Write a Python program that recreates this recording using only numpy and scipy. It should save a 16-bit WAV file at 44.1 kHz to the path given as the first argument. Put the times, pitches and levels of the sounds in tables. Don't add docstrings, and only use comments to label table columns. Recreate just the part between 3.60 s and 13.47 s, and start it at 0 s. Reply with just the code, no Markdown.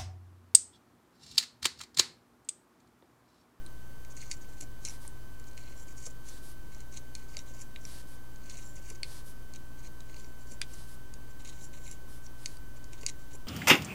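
import sys
import numpy as np
from scipy import signal
from scipy.fft import rfft, irfft, next_fast_len
from scipy.io import wavfile
from scipy.ndimage import uniform_filter1d

SR = 44100
rng = np.random.default_rng(int(sys.argv[2]) if len(sys.argv) > 2 else 0)


def transcribe(u):
    v = np.clip(np.atleast_2d(u).T, -1, 1)
    q = np.round(v * 32767).astype(np.int16)
    wavfile.write(sys.argv[1], SR, q)


N = 435266


def amp(db):
    return 10 ** (np.asarray(db) / 20)


def evened(x):
    return x / np.sqrt(np.mean(x ** 2) + 1e-20)


def add(mix, s, sound):
    part = mix[..., round(s * SR):][..., :sound.shape[-1]]
    part += sound[..., :part.shape[-1]]


def coloured(points):
    f, db = np.transpose(points)
    size = next_fast_len(N)
    freqs = np.fft.rfftfreq(size, 1 / SR)
    shape = amp(np.interp(np.log(freqs + 1), np.log(f), db))
    noise = irfft(rfft(rng.standard_normal(size)) * shape, size)
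    return evened(noise[:N])


def wander(corner_hz):
    steps = rng.standard_normal(N // 64 + 2)
    steps = signal.lfilter([1], [1, -np.exp(-2 * np.pi * corner_hz * 64 / SR)], steps)
    return evened(np.interp(np.arange(N) / 64, np.arange(len(steps)), steps))


def hook():
    close = taps() + slides()
    t = np.arange(4000) / SR
    tail = rng.standard_normal(4000) * amp(-60 * t / 0.13) * (t > .003)
    tail /= np.linalg.norm(tail)
    return close + amp(-15.0) * signal.oaconvolve(close, tail)[:N]


# (time [s], place of contact, energy in the hook [dB], energy in the peg [dB], pitch of this peg [Hz])
HOOK_TAPS = [(.0634, "bend", -31.5, -28.5, 4070), (.449, "ring", -32, -40, 3930),
             (.5671, "shank", -24, -47, 4440), (0.616, "shank", -33, -34, 4340),
             (0.714, "flat", -11, -12.5, 4600), (1.0105, "tip", -18.5, -31, 4320),
             (1.2508, "flat", -10.5, -24, 4100), (1.253, "neck", -15, -29, 4130),
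             (1.2571, "shank", -19, -30, 4100), (1.286, "neck", -16.5, -34, 4040),
             (1.296, "neck", -21, -42, 4040), (1.305, "neck", -25, -42, 4000),
             (1.478, "bend", -21.5, -43, 4500), (1.798, "tip", -33, -40, 4500),
             (1.842, "shank", -37, -42, 4200), (1.913, "flat", -39, -40, 4200),
             (1.933, "shank", -36, -42, 4200), (1.977, "ring", -27.5, -31, 4230),
             (2.467, "tip", -23, -43, 4630), (2.6868, "tip", -27.5, -37, 4580),
             (3.119, "ring", -41, -45, 4240), (3.1477, "neck", -30, -43, 4240),
             (3.2055, "flat", -28, -42, 4150), (3.37, "flat", -39, -41, 4080),
             (3.552, "flat", -15, -19, 4280), (3.7688, "shank", -16, -15.5, 4670),
             (3.7905, "neck", -21, -29, 3800), (4.0165, "tip", -31, -47, 4800),
             (4.161, "ring", -35, -24, 3850), (4.252, "neck", -18.5, -30, 4790),
             (4.76, "shank", -31, -42, 4200), (4.8599, "flat", -38, -38, 4360),
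             (4.8978, "shank", -24, -33, 4340), (4.9706, "flat", -28, -39, 3980),
             (5.3014, "tip", -20.5, -46, 4630), (5.432, "knock", -18.5, -10.5, 4500),
             (5.9374, "flat", -25, -31, 4260), (5.9603, "shank", -23.5, -37, 4000),
             (6.247, "flat", -35, -35, 4200), (6.273, "ring", -38, -43, 4400),
             (6.4056, "shank", -27, -33.5, 3870), (6.497, "ring", -44, -41, 4270),
             (6.5436, "ring", -35, -36, 4500), (6.609, "shank", -35, -42, 4430),
             (6.6449, "neck", -33, -35, 4570), (6.9187, "tip", -29, -34, 4590),
             (7.0156, "knock", -12.5, -13, 4820), (7.0168, "knock", -31, -19.5, 3480),
             (7.539, "flat", -23, -29, 4600), (7.849, "ring", -28, -39, 3880),
             (7.877, "flat", -34, -35, 4700), (7.889, "shank", -35, -41, 3900),
             (8.2781, "tip", -32, -34, 3900), (8.3137, "tip", -21.5, -36, 4740),
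             (8.665, "neck", -27, -38, 4440), (8.8591, "shank", -9.5, -12.5, 4520),
             (8.97, "bend", -35, -34, 4680), (9.2424, "shank", -27, -38, 4540),
             (9.333, "ring", -25, -34, 3820), (9.412, "flat", -32, -38, 4610),
             (9.4327, "ring", -33, -31, 4670), (9.4642, "flat", -4.5, -8.5, 4660),
             (9.499, "shank", -17, -27, 3980)]
CONTACT_SHARES = {"flat": (-12, -1.5, -25, -6.5, -9.5), "shank": (-17, -1, -17, -13, -6.5),
                  "tip": (-41, -2, 2.5, -7, -5.5), "neck": (-0.5, -20, -8, -20, -3),
                  "bend": (-22, -8, -13, 2.5, -11), "ring": (-8, 0, -6, -5, 4),
                  "knock": (-5, -5, -19, -1.5, -2)}


def taps():
    out, t = np.zeros(N), np.arange(300) / SR
    chances = rng.random((len(HOOK_TAPS), 2, 300))
    for (s, contact, hook_db, peg_db, peg_hz), (strikes, sizes) in zip(HOOK_TAPS, chances):
        chatter = (strikes < .1) * (2 * sizes - 1) * amp(-60 * t / 0.021)
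        chatter[0] = 3.4
        chatter /= np.linalg.norm(chatter)
        *hook_shares_db, ring_db = CONTACT_SHARES[contact]
        wood_gains = amp([peg_db + ring_db, peg_db])
        hook_gains = amp(hook_db) * amp(hook_shares_db)
        response = np.r_[wood_gains, hook_gains] @ parts(peg_hz, cycles=3.7, peg_damping=0.81)
        add(out, s - .0002, np.convolve(chatter, response))
    return out


# (start time [s], length [s], friction level away from taps [dB], wood over hook [dB], tip over shank [dB])
PEG_SLIDES = [(.496, 0.035, -61.5, -14, -4), (.548, 0.019, -71, -10, -8), (0.569, 0.14, -61.5, -5, -9),
              (0.696, .02, -67, -5, 2), (0.715, 0.038, -54.5, -6, -6), (0.744, .043, -66, -14, 5),
              (0.805, 0.06, -62.5, -8, -12), (0.871, 0.085, -62.5, -11, -5), (.96, .045, -68, -10, -7),
              (1.003, 0.014, -55, -15, -8), (1.017, 0.028, -58, -11, 3), (1.205, 0.053, -70, -14, -4),
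              (1.249, 0.04, -55, -10, -16), (1.284, .04, -65, -13, 2), (1.865, .03, -62, -11, -2),
              (1.958, 0.2, -64.5, -1.5, -3), (2.145, 0.11, -59.5, -12, 8), (2.264, 0.075, -59.5, -10, -1),
              (2.35, 0.15, -57, -12, -5), (2.499, .017, -61, -11, 0), (2.64, 0.071, -66, -17, -4),
              (3.12, 0.14, -73.5, -6.5, -5), (3.309, 0.094, -62.5, -5, -8), (3.549, 0.12, -67, -4, -6),
              (3.676, 0.092, -65, -5, -3), (3.76, .078, -67.5, -4.5, -1), (3.855, 0.077, -63, -9.5, -3),
              (3.921, 0.13, -61, -10, -1), (4.204, 0.053, -68, -15, 0), (4.8, 0.12, -70, -4, -8),
              (4.896, 0.076, -60, -6.5, -5), (4.97, 0.076, -59.5, -7, -5), (5.023, 0.056, -61, -13, 5),
              (5.056, 0.1, -62.5, -21, 12), (5.15, 0.056, -58, -6.5, 2), (5.204, 0.16, -61.5, -10, -3),
              (5.347, 0.018, -56, -12, -2), (5.438, 0.012, -68, 9, -14), (5.944, 0.028, -68.5, 0, -12),
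              (6.17, .046, -64.5, -8, -6), (6.222, 0.064, -70, -7, -10), (6.446, 0.12, -75, -4, -10),
              (6.557, 0.053, -64.5, -2, -5), (6.605, 0.14, -73, -15, 7), (6.78, .067, -66.5, -8, 2),
              (6.86, .097, -63, -14, 3), (7.014, 0.035, -73, 14, -5), (7.133, .011, -49.5, -19, 8),
              (7.69, .03, -65, -15, 11), (7.79, 0.039, -64, -6, 2), (7.848, 0.16, -64.5, -5.5, -3),
              (7.978, 0.091, -58, -18, 5), (8.018, .066, -57.5, -24, 14), (8.124, 0.073, -60.5, -5.5, 1),
              (8.176, 0.21, -63.5, -11, 1), (8.618, 0.053, -66, -19, 2), (9.151, 0.032, -63.5, -8, -1),
              (9.312, 0.1, -69.5, -4, -1), (9.402, 0.065, -68.5, -5.5, -1), (9.466, 0.013, -62, 0, -10),
              (9.479, 0.021, -51, -4.5, -5), (9.583, 0.073, -64.5, -11, 1), (9.704, 0.039, -64, -1.5, -3),
              (9.729, .035, -53.5, -20, 7)]
PRESS_DB, PRESS_S = 12, 0.024
RISE, FALL = 0.18, 0.27
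SKID_S = .006


def friction_grains():
    steps = N // 40 + 1
    roam_db = 3.0 * evened(uniform_filter1d(rng.standard_normal((6, steps)), size=16))
    noise = rng.standard_normal((6, N))
    slip_db = 2.3 * np.minimum(rng.exponential(1, steps), 4)
    grains = noise * amp(roam_db + slip_db).repeat(40, axis=1)[:, :N]
    return evened(grains * amp(1.5 * wander(corner_hz=31.0)))


def slides():
    grains = friction_grains()
    out, tap_s = np.zeros(N), np.array([tap[0] for tap in HOOK_TAPS])
    for s, length, db, wood_db, tip_db in PEG_SLIDES:
        t = np.arange(round(length * SR)) / SR
        nearest_tap_s = abs(s + t - tap_s[:, None]).min(0)
        press_db = PRESS_DB * np.exp(-nearest_tap_s / PRESS_S)
        rise_s = .002 if abs(s - tap_s).min() < SKID_S else RISE * length
        edges = np.clip(np.minimum(t / rise_s, (length - t) / (FALL * length)), 0, 1)
        stroke = amp(db + press_db) * np.sin(np.pi / 2 * edges) ** 2
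        shank = 1 / np.sqrt(1 + amp(tip_db) ** 2)
        hook_gains = shank * amp([tip_db - 7.0, 0, tip_db, -11.])
        gains = np.r_[amp([wood_db - .3, wood_db]), hook_gains]
        force = gains[:, None] * stroke * grains[:, round(s * SR):][:, :len(t)]
        peg_hz = HOOK_TAPS[abs(tap_s - s - length / 2).argmin()][-1]
        responses = parts(peg_hz, cycles=3.35, peg_damping=2.2)
        add(out, s, signal.fftconvolve(force, responses, axes=1).sum(0))
    return out


# (frequency [Hz], width [Hz], level [dB])
RING_MODES = [(1890, 200, -17), (2285, 240, 6), (2494, 530, 15.5), (2773, 340, 5)]
NECK_MODES = [(5810, 280, 0)]
SHANK_MODES = [(6210, 160, -10.5), (6700, 770, 4), (8120, 690, -4)]
TIP_MODES = [(7460, 290, 10.8), (10770, 490, 4.3)]
BEND_MODES = [(8880, 1200, 16), (9560, 490, -2), (11300, 760, -0.5)]
# (frequency [Hz], width [Hz], level [dB])
PEG_MODES = [(4595, 290, 10), (3860, 120, -2.5), (5100, 690, -2)]


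def parts(peg_hz, cycles, peg_damping):
    peg = body(PEG_MODES, peg_hz / PEG_MODES[0][0], cycles, peg_damping)
    others = (RING_MODES, NECK_MODES, SHANK_MODES, TIP_MODES, BEND_MODES)
    ring, *hook_parts = (body(modes, 0.98, cycles, 0.77) for modes in others)
    return np.array([ring, peg, *hook_parts])


def body(modes, pitch, cycles, damping):
    t, rings = np.arange(1024) / SR, 0
    for hz, width, db in modes:
        rise = np.sin(np.pi / 2 * np.minimum(t * hz / cycles, 1)) ** 2
        decay = np.exp(-np.pi * width * damping * t)
        tone = np.sin(2 * np.pi * hz * pitch * t)
        rings = rings + amp(db) * np.sqrt(width) * rise * decay * tone
    return rings / np.linalg.norm(rings)


# (centre time [s], length [s], level [dB], brightness [0-1])
FABRIC_BRUSHES = [(1.305, 0.2, -54.5, 0.1), (1.446, 0.13, -57.5, 0.6), (2.728, 0.22, -56.5, 0),
                  (2.879, 0.16, -56.5, 0.74), (4.34, 0.25, -53.5, 0.14), (4.518, 0.15, -60, 0.7),
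                  (5.534, 0.23, -53.5, 0.14), (5.686, 0.11, -56.5, 0.94), (7.17, 0.25, -57, 0.15),
                  (7.318, 0.13, -59, 0.7), (8.535, 0.16, -59.5, 0.7), (8.878, 0.27, -58.5, 0.2)]
# (frequency [Hz], level [dB])
DULL_FIBRES = [(1500, -9.5), (2600, -12), (4500, -5.5), (6500, -9.5), (8500, -7.5), (11500, -11),
               (14000, -31)]
BRIGHT_FIBRES = [(1500, -24), (3000, -14), (5000, -8.5), (8000, -8), (10200, -3.5), (12500, -7),
                 (14500, -22)]


def fabric():
    dull, bright = np.zeros(N), np.zeros(N)
    for s, length, db, brightness in FABRIC_BRUSHES:
        swell = amp(db) * signal.windows.tukey(round(length * SR), .7)
        brightness = np.clip(brightness, 0, 1)
        add(dull, s - length / 2, swell * np.sqrt(1 - brightness))
        add(bright, s - length / 2, swell * np.sqrt(brightness))
    fibres = dull * coloured(DULL_FIBRES) + bright * coloured(BRIGHT_FIBRES)
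    return fibres * amp(0.53 * wander(corner_hz=55.0))


# (time [s], peak level before build-up and decay [dB], pitch [Hz])
FRAME_KNOCKS = [(1.021, -40.5, 299), (1.449, -38, 890), (2.467, -36.5, 494), (3.769, -40, 624),
                (5.309, -40, 427), (6.912, -36, 226), (7.0148, -22, 1570), (9.431, -35.5, 440),
                (9.743, -40.5, 390)]
# (multiple of the knock's pitch, level [dB])
FRAME_MODES = [(1., 12.5), (1.28, 8), (2.15, 4.5), (2.5, 5)]


def frame_knocks():
    out, t = np.zeros(N), np.arange(2000) / SR
    for s, db, hz in FRAME_KNOCKS:
        rings = sum(amp(mode_db) * np.sin(2 * np.pi * hz * k * t) for k, mode_db in FRAME_MODES)
        rings = rings / abs(rings).max()
        rise = np.minimum(t * hz, 1) ** 2
        add(out, s, amp(db - 60 * t * hz / 27.0) * rise * rings)
    return out


WHINE_LEVELS = [-63, -76, -79.5, -77, -82]
WHINE_HZ = 1536.4


def motor():
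    t = np.arange(N) / SR
    drift_hz = 2.61 * wander(corner_hz=.8)
    flutter_hz = 8.3 * wander(corner_hz=20.3)
    phase = 2 * np.pi * np.cumsum(WHINE_HZ + drift_hz + flutter_hz) / SR
    shaft_hz = HUM_TONES[0][0]
    phase += 0.44 * np.sin(2 * np.pi * shaft_hz * t)
    whine = sum(amp(db) * np.cos((k + 1) * phase) for k, db in enumerate(WHINE_LEVELS))
    return np.sqrt(2) * whine * amp(0.28 * wander(corner_hz=30.0))


# (mean frequency [Hz], rms pitch waver [Hz], middle rms level [dB])
HUM_TONES = [(29.57, 2.26, -58), (47.2, 1.43, -57), (59.55, 0.57, -56.5), (119.6, 0.54, -57.5),
             (140.8, 1.43, -72), (240.3, 1.62, -78.5), (286.7, 1.75, -72.5), (345.3, 1.39, -74)]


def hum():
    out = np.zeros(N)
    for hz, width, db in HUM_TONES:
        phase = 2 * np.pi * np.cumsum(hz + width * wander(corner_hz=3.15)) / SR
        level = amp(db + 1.9 * width * wander(corner_hz=4.6))
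        out += level * np.sqrt(2) * np.cos(phase)
    return out


# (frequency [Hz], level per Hz [dB])
ROOM_SPECTRUM = [(8, -1.5), (35, -10), (70, -10), (300, -14), (420, -19), (600, -20), (780, -24.5),
                 (1000, -21), (1400, -28), (2400, -32.5), (5000, -35), (9000, -35.5), (15800, -35)]


def room():
    return amp(-53.5) * coloured(ROOM_SPECTRUM)


def scene():
    return (hook() + fabric() + frame_knocks() + motor() + hum() + room())[None]


EDGE_HZ, OFFSET = 15850, -.0219


def record(dry):
    edge = signal.firwin(1023, EDGE_HZ, window=("kaiser", 9), fs=SR)
    return signal.oaconvolve(dry, edge[None], "same") + OFFSET


dry = scene()
out = record(dry)
transcribe(out)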